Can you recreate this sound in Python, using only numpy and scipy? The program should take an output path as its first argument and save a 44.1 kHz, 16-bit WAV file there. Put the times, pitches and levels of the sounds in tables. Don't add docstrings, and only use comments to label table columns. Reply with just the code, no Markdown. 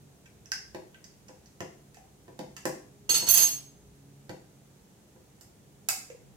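import sys
import numpy as np
from scipy import signal
from scipy.fft import rfft, irfft
from scipy.io import wavfile
from scipy.ndimage import uniform_filter1d

SR = 44100
rng = np.random.default_rng(int(sys.argv[2]) if len(sys.argv) > 2 else 0)


def inscribe(sig):
    pcm = np.round(np.clip(np.atleast_2d(sig).T, -1, 1) * 32767)
    wavfile.write(sys.argv[1], SR, pcm.astype(np.int16))


N = 280476
RING_T = np.arange(int(0.7 * SR)) / SR

# f/Hz, width/Hz
LOW_WALL, HIGH_WALL = (2230, 1500), (5790, 2060)

# t/s, level/dB, brightness/(dB per octave), air ring f/Hz, air ring level/dB re the tap
FITTING_TAPS = [(0.258, -28.5, -6, 1600, -10), (0.4581, -23.5, 3, 1560, -21), (0.5179, -9, 4, 767, -17),
                (0.5187, -2, 1.5, 1537, -7.5), (0.9445, -27.5, -12.5, 1557, -2),
                (1.042, -20.5, 5, 1580, -25), (1.283, -25.5, 0, 760, -27), (1.459, -29.5, 5, 785, -24),
                (1.6075, -20.5, -3, 775, -17), (1.97, -30.5, -3, 750, 6.5), (6.1008, -24.5, -5, 493, 7)]
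# f/Hz, level/dB
SLIP_SPECTRUM = [(150, -24), (600, -15.5), (1500, -2), (2500, 2), (3600, -3.5), (5000, 6.5), (7000, 10),
                 (10000, 1), (13000, 0.5), (16000, -6.5)]


def fitting(slip_s=0.0005, slip_doubles_db=12, slip_db=-4.5, low_wall_db=-3.5, high_wall_db=0.5):
    out = np.zeros(N)
    for s, db, tilt, air_hz, air_db in FITTING_TAPS:
        contact = slips(slip_s * 2 ** (-db / slip_doubles_db), after_db=7.5, count=40)
        tap = amp(slip_db) * unit(signal.fftconvolve(contact, pulse(SLIP_SPECTRUM, tilt)))
        for wall_db, (hz, width) in ((low_wall_db, LOW_WALL), (high_wall_db, HIGH_WALL)):
            tilted_db = wall_db + tilt * np.log2(hz / 4000)
            tap[:len(contact)] += amp(tilted_db) * unit(resonate(contact, hz, width))
        add(out, s, amp(db) * unit(tap))
        add(out, s, amp(db + air_db) * air_ring(air_hz))
    return out


# t/s, level/dB, brightness/(dB per octave)
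PLASTIC_SNAPS = [(1.945, -29, -2.5), (2.5659, -16, -4), (2.6548, -8, 3.5), (5.4109, -24, 0.5),
                 (5.8875, 5.5, 1.3)]


def snaps(slip_s=0.0024, wall_db=-18.5, air_hz=750, air_db=-19.5):
    out = np.zeros(N)
    for s, db, tilt in PLASTIC_SNAPS:
        contact = slips(slip_s, after_db=2.5, count=120)
        crack = unit(signal.fftconvolve(contact, pulse(SLIP_SPECTRUM, tilt)))
        add(out, s, amp(db) * crack)
        add(out, s, amp(db + wall_db) * unit(resonate(contact, *LOW_WALL)))
        add(out, s, amp(db + air_db) * air_ring(air_hz))
    return out


# t/s, force level/dB
COUNTER_KNOCKS = [(0.7469, -12.5), (1.291, -22.5), (1.6052, -9.5), (2.2799, -21), (2.391, -10.5),
                  (2.6543, -3.5), (3.2221, -13), (4.2938, -12), (5.1603, -30)]
# f/Hz, level/dB, t60/s
HOLLOW_BODY = [(145.6, -7.5, 0.19), (165.3, -11, 0.32), (296.2, -1.5, 0.13), (362, 7, 0.045),
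               (451.3, -5.5, 0.049), (509, -2.5, 0.16), (663, -5.5, 0.1215), (723, -3.5, 0.087),
               (838, -6.5, .09), (978, -0.5, 0.05), (1590, -17.5, 0.093)]
# f/Hz, level/dB
KNOCK_CRACK = [(50, -8.5), (160, 17.5), (1000, 3), (1280, -5.5), (1800, 3.5), (3500, -2.5), (6000, 1),
               (9000, -7.5), (16000, -12.5)]


def knocks(strike_point_db=2, crack_db=2, crack_growth=1.3, crack_tilt=-0.8, tilt_growth=0.11):
    out = np.zeros(N)
    hz, mode_db, t60 = np.transpose(HOLLOW_BODY)
    for s, force_db in COUNTER_KNOCKS:
        struck_db = mode_db + strike_point_db * rng.standard_normal(len(hz))
        boom = unit(ring(zip(hz, struck_db, t60), rise_s=0.000855))
        add(out, s, amp(force_db) * boom)
        contact = slips(0.0018, after_db=8.5, count=40)
        brightness = crack_tilt + tilt_growth * force_db
        crack = unit(signal.fftconvolve(contact, pulse(KNOCK_CRACK, brightness)))
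        add(out, s, amp(crack_db + crack_growth * force_db) * crack)
    return out


# f/Hz, level/dB struck at the bowl, level/dB struck at the handle, t60/s
SPOON_MODES = [(2794, -14, -20, .2), (3290, -18, -14, .2), (4322, -8, -14, .15), (4360, 0, -10, .2),
               (4406, -6, -13, .16), (6246, -8, -2, .22), (6415, 1, 1, .3), (7826, 0, -5, .2),
               (8607, -15, -10, .16), (10062, -15, -9, .15), (10518, -11, -7, .2), (11604, -20, 2, .18),
               (11982, -2, -8, .13), (14327, -18, 9, .12), (15290, -16, -2, .14)]


def spoon_ring(place, tilt, detune=0.0012):
    hz, bowl_db, handle_db, t60 = np.transpose(SPOON_MODES)
    db = (1 - place) * bowl_db + place * handle_db
    db = db + tilt * np.log2(hz / hz.mean())
    detuned_hz = hz * (1 + detune * rng.standard_normal(len(hz)))
    return ring(zip(detuned_hz, db, t60), rise_s=0.00048)


# t/s, level/dB, place (0 bowl - 1 handle), brightness/(dB per octave)
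SPOON_BOUNCES = [(3.0918, -36, 0, -13), (3.0943, -22.5, 0.27, 3.5), (3.1432, -23, 0.033, 1),
                 (3.157, -33.5, 0.63, -2.5), (3.2674, -31, 0, -2.5), (3.2874, -20, 0.91, 1),
                 (3.3093, -26.5, 0.92, 12.5), (3.3377, -18.5, 0.69, 8), (3.374, -19, 0.34, 12),
                 (3.4225, -23, 0.72, 3.5)]
# start t/s, loudest t/s, loudest level/dB, place (0 bowl - 1 handle)
SPOON_RATTLES = [(3.144, 3.171, -19, 0.037), (3.271, 3.399, -7.5, 0.79)]
# f/Hz, level/dB
STONE_CLACK = [(60, -17), (200, -5), (500, -7), (900, -5), (1500, -6), (2200, -3.5), (3000, 3.5),
               (3800, -1), (5000, 4.5), (7000, 3.5), (9500, -2.5), (13000, -27.5), (16000, -12)]


def spoon(bowl_clack_db=24.5, handle_clack_db=15.5, clack_tilt_share=0.46, touches_per_s=180,
          rise_db_per_s=84, fall_db_per_s=250.5, rattle_ring_db=-22, scatter_db=3.0, count=52, size=12):
    rings, clacks = np.zeros(N), np.zeros(N)
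    for s, db, place, tilt in SPOON_BOUNCES:
        add(rings, s, amp(db) * spoon_ring(place, tilt))
        clack_db = db + np.interp(place, [0, 1], [bowl_clack_db, handle_clack_db])
        contact = slips(0.003, after_db=8.5, count=24)
        blow = unit(signal.fftconvolve(contact, pulse(STONE_CLACK, clack_tilt_share * tilt)))
        add(clacks, s, amp(clack_db) * blow)
    clack = unit(pulse(STONE_CLACK))
    for start, loudest, top_db, place in SPOON_RATTLES:
        detuned = [spoon_ring(place, 0) for _ in range(size)]
        touches = start + (np.arange(count) + rng.random(count)) / touches_per_s
        for k, s in enumerate(touches):
            drop_db = max(rise_db_per_s * (loudest - s), fall_db_per_s * (s - loudest))
            db = top_db - drop_db + scatter_db * rng.standard_normal()
            add(rings, s, amp(db + rattle_ring_db) * detuned[k % size])
            add(clacks, s, amp(db) * signal.fftconvolve(slips(0.003, after_db=1.0), clack))
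    return rings, clacks


def fingers(db=-48, scatter_db=3, tilt=-6, count=24):
    out = np.zeros(N)
    times = rng.random(count) * N / SR
    for s, size in zip(times, rng.standard_normal(count)):
        contact = slips(0.014, after_db=4.5, count=30)
        tick = unit(signal.fftconvolve(contact, pulse(SLIP_SPECTRUM, tilt)))
        add(out, s, amp(db + scatter_db * np.tanh(size)) * tick)
    return out


# f/Hz, t60/s, reverberant level/dB
KITCHEN_ECHOES = [(100.5, 0.37, 1.5), (251, 0.47, 3.5), (696, 0.4, 6), (1832, 0.44, -1.5),
                  (4940, 0.43, 3.5), (8000, 0.42, 2.5), (15140, 0.31, 3)]


def kitchen_tail(build_s=0.0034, early_db=-2, early_t60=0.076, size=14):
    hz = np.fft.rfftfreq(len(RING_T), 1 / SR)
    noise = rfft(rng.standard_normal(len(RING_T)))
    centres, tail = np.geomspace(80, 16000, size), 0
    for centre, share in zip(centres, np.eye(size)):
        band = irfft(noise * along(np.c_[centres, share], hz), len(RING_T))
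        late = fade(RING_T, along(KITCHEN_ECHOES, centre))
        decay = late + amp(early_db) * fade(RING_T, early_t60)
        envelope = unit(decay * (1 - np.exp(-RING_T / build_s)))
        tail = tail + amp(along(KITCHEN_ECHOES, centre, axis=2)) * band * envelope
    return tail


# f/Hz, level/dB
LEFT_COLOUR = [(100, 2.5), (300, -1), (600, 2), (2000, 6.5), (4800, -1), (6500, -3), (9000, -4.5),
               (12000, -4.5), (15000, -31)]


def kitchen(sources, left_lag_s=0.0002, left_direct_db=-7.5, shared_hz=400):
    direct = sum(sound for sound, _ in sources)
    sent = sum(amp(room_db) * sound for sound, room_db in sources)
    low = signal.butter(2, shared_hz, fs=SR, output="sos")
    high = signal.butter(2, shared_hz, "high", fs=SR, output="sos")
    bass = signal.sosfilt(low, kitchen_tail())
    left_tail, right_tail = (bass + signal.sosfilt(high, kitchen_tail()) for _ in range(2))
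    left = signal.fftconvolve(sent, left_tail)[:N]
    right = signal.fftconvolve(sent, right_tail)[:N]
    add(left, left_lag_s, amp(left_direct_db) * direct)
    left = signal.fftconvolve(left, pulse(LEFT_COLOUR))[:N]
    return np.array([left, right + direct])


# f/Hz, relative level/dB per Hz
AIR_SPECTRUM = [(15, -64.5), (25, -35.5), (43, -12.5), (110, -6.5), (140, -7.5), (215, -5), (240, -16),
                (267, -12), (378, -13.5), (567, -19.5), (804, -22), (1080, -29), (5140, -35), (6380, -30.5),
                (15500, -39.5)]
# f/Hz, level/dB
AIR_SIDE = [(60, -15.5), (110, -11), (200, -13.5), (380, -5), (700, -5), (1290, 0.5), (2380, -2.5),
            (4400, 1), (8120, -1.5), (15000, 2)]
# f/Hz, level/dB
APPLIANCE_HUM = [(60, -72.5), (105, -71.5), (140, -61.5), (277, -71.5), (409, -72)]
# t/s, level/dB
HUM_LEVEL = [(0, 6.5), (1.2, -5.5), (3, 5), (4.1, 3.5), (4.8, -4.5), (5.6, -3), (6.3, 0)]


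def quiet_room(mid_db=-59, side_lift_db=0.5, left_db=-0.7, waver_db=3.5, drift=0.35, apart=0.3256):
    hz = np.fft.rfftfreq(N, 1 / SR)
    mid, side = (rfft(rng.standard_normal(N)) * amp(along(AIR_SPECTRUM, hz)) for _ in range(2))
    mid = irfft(mid, N)
    side = irfft(side * amp(along(AIR_SIDE, hz) + side_lift_db), N)
    air = amp(mid_db) / mid.std() * np.array([mid + side, mid - side])
    t, hum = np.arange(N) / SR, 0
    swell_db = np.interp(t, *np.transpose(HUM_LEVEL))
    for f, db in APPLIANCE_HUM:
        opposite = apart * walk(3.3) * np.array([[1], [-1]])
        phase = 2 * np.pi * f * t + drift * walk(13) + opposite
        hum = hum + amp(db + swell_db + waver_db * walk(6.3)) * np.sin(phase)
    return (air + hum) * amp([[left_db / 2], [-left_db / 2]])


def slips(length, after_db, count=14):
    lags = rng.exponential(length, count).clip(0, 0.03)
    spray = np.zeros(len(RING_T) // 20)
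    np.add.at(spray, (lags * SR).astype(int), rng.standard_normal(count))
    spray = amp(after_db) * unit(spray)
    spray[0] += 1
    return unit(spray)


def resonate(x, hz, width):
    b, a = signal.iirpeak(hz, hz / width, fs=SR)
    return signal.lfilter(b, a, signal.lfilter(b, a, x))


def air_ring(hz, t60=0.05):
    return unit(ring([(hz, 0, t60)], rise_s=0.001))


def ring(modes, rise_s):
    total = 0
    for k, (hz, db, t60) in enumerate(modes):
        total = total + (-1) ** k * amp(db) * fade(RING_T, t60) * np.sin(2 * np.pi * hz * RING_T)
    return total * (1 - np.exp(-RING_T / rise_s))


def pulse(spectrum, tilt=0, size=1024):
    hz = np.fft.rfftfreq(size, 1 / SR)
    db = along(spectrum, hz) + tilt * np.log2(np.maximum(hz, 1000) / 4000)
    cepstrum = irfft(np.log(amp(db)))
    cepstrum[1:size // 2] *= 2
    cepstrum[size // 2 + 1:] = 0
    return irfft(np.exp(rfft(cepstrum)))


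def walk(rate):
    k = int(SR / rate)
    steps = np.repeat(rng.standard_normal(N // k + 1), k)
    return np.sqrt(2) * uniform_filter1d(uniform_filter1d(steps, k), k)[:N]


def fade(t, t60):
    return np.exp(-np.log(1000) * t / t60)


def along(table, hz, axis=1):
    rows = np.array(table)
    return np.interp(np.log(np.maximum(hz, 1)), np.log(rows[:, 0]), rows[:, axis])


def amp(db):
    return 10 ** (np.asarray(db) / 20)


def unit(x):
    return x / np.sqrt(np.sum(x ** 2))


def add(track, s, sound):
    start = int(s * SR)
    track[start:start + len(sound)] += sound[:N - start]


def scene():
    rings, clacks = spoon()
    # (sound, level sent to the room in dB)
    sources = [(fitting(), -3.5),
               (snaps(), -1.5),
               (knocks(), -3.0),
               (rings, -5.0),
               (clacks, 1.5),
               (fingers(), -1.5)]
    return kitchen(sources) + quiet_room()


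def record(dry, top_hz=15800):
    return signal.sosfilt(signal.ellip(10, 0.2, 80, top_hz, fs=SR, output="sos"), dry)


dry = scene()
out = record(dry)
inscribe(out)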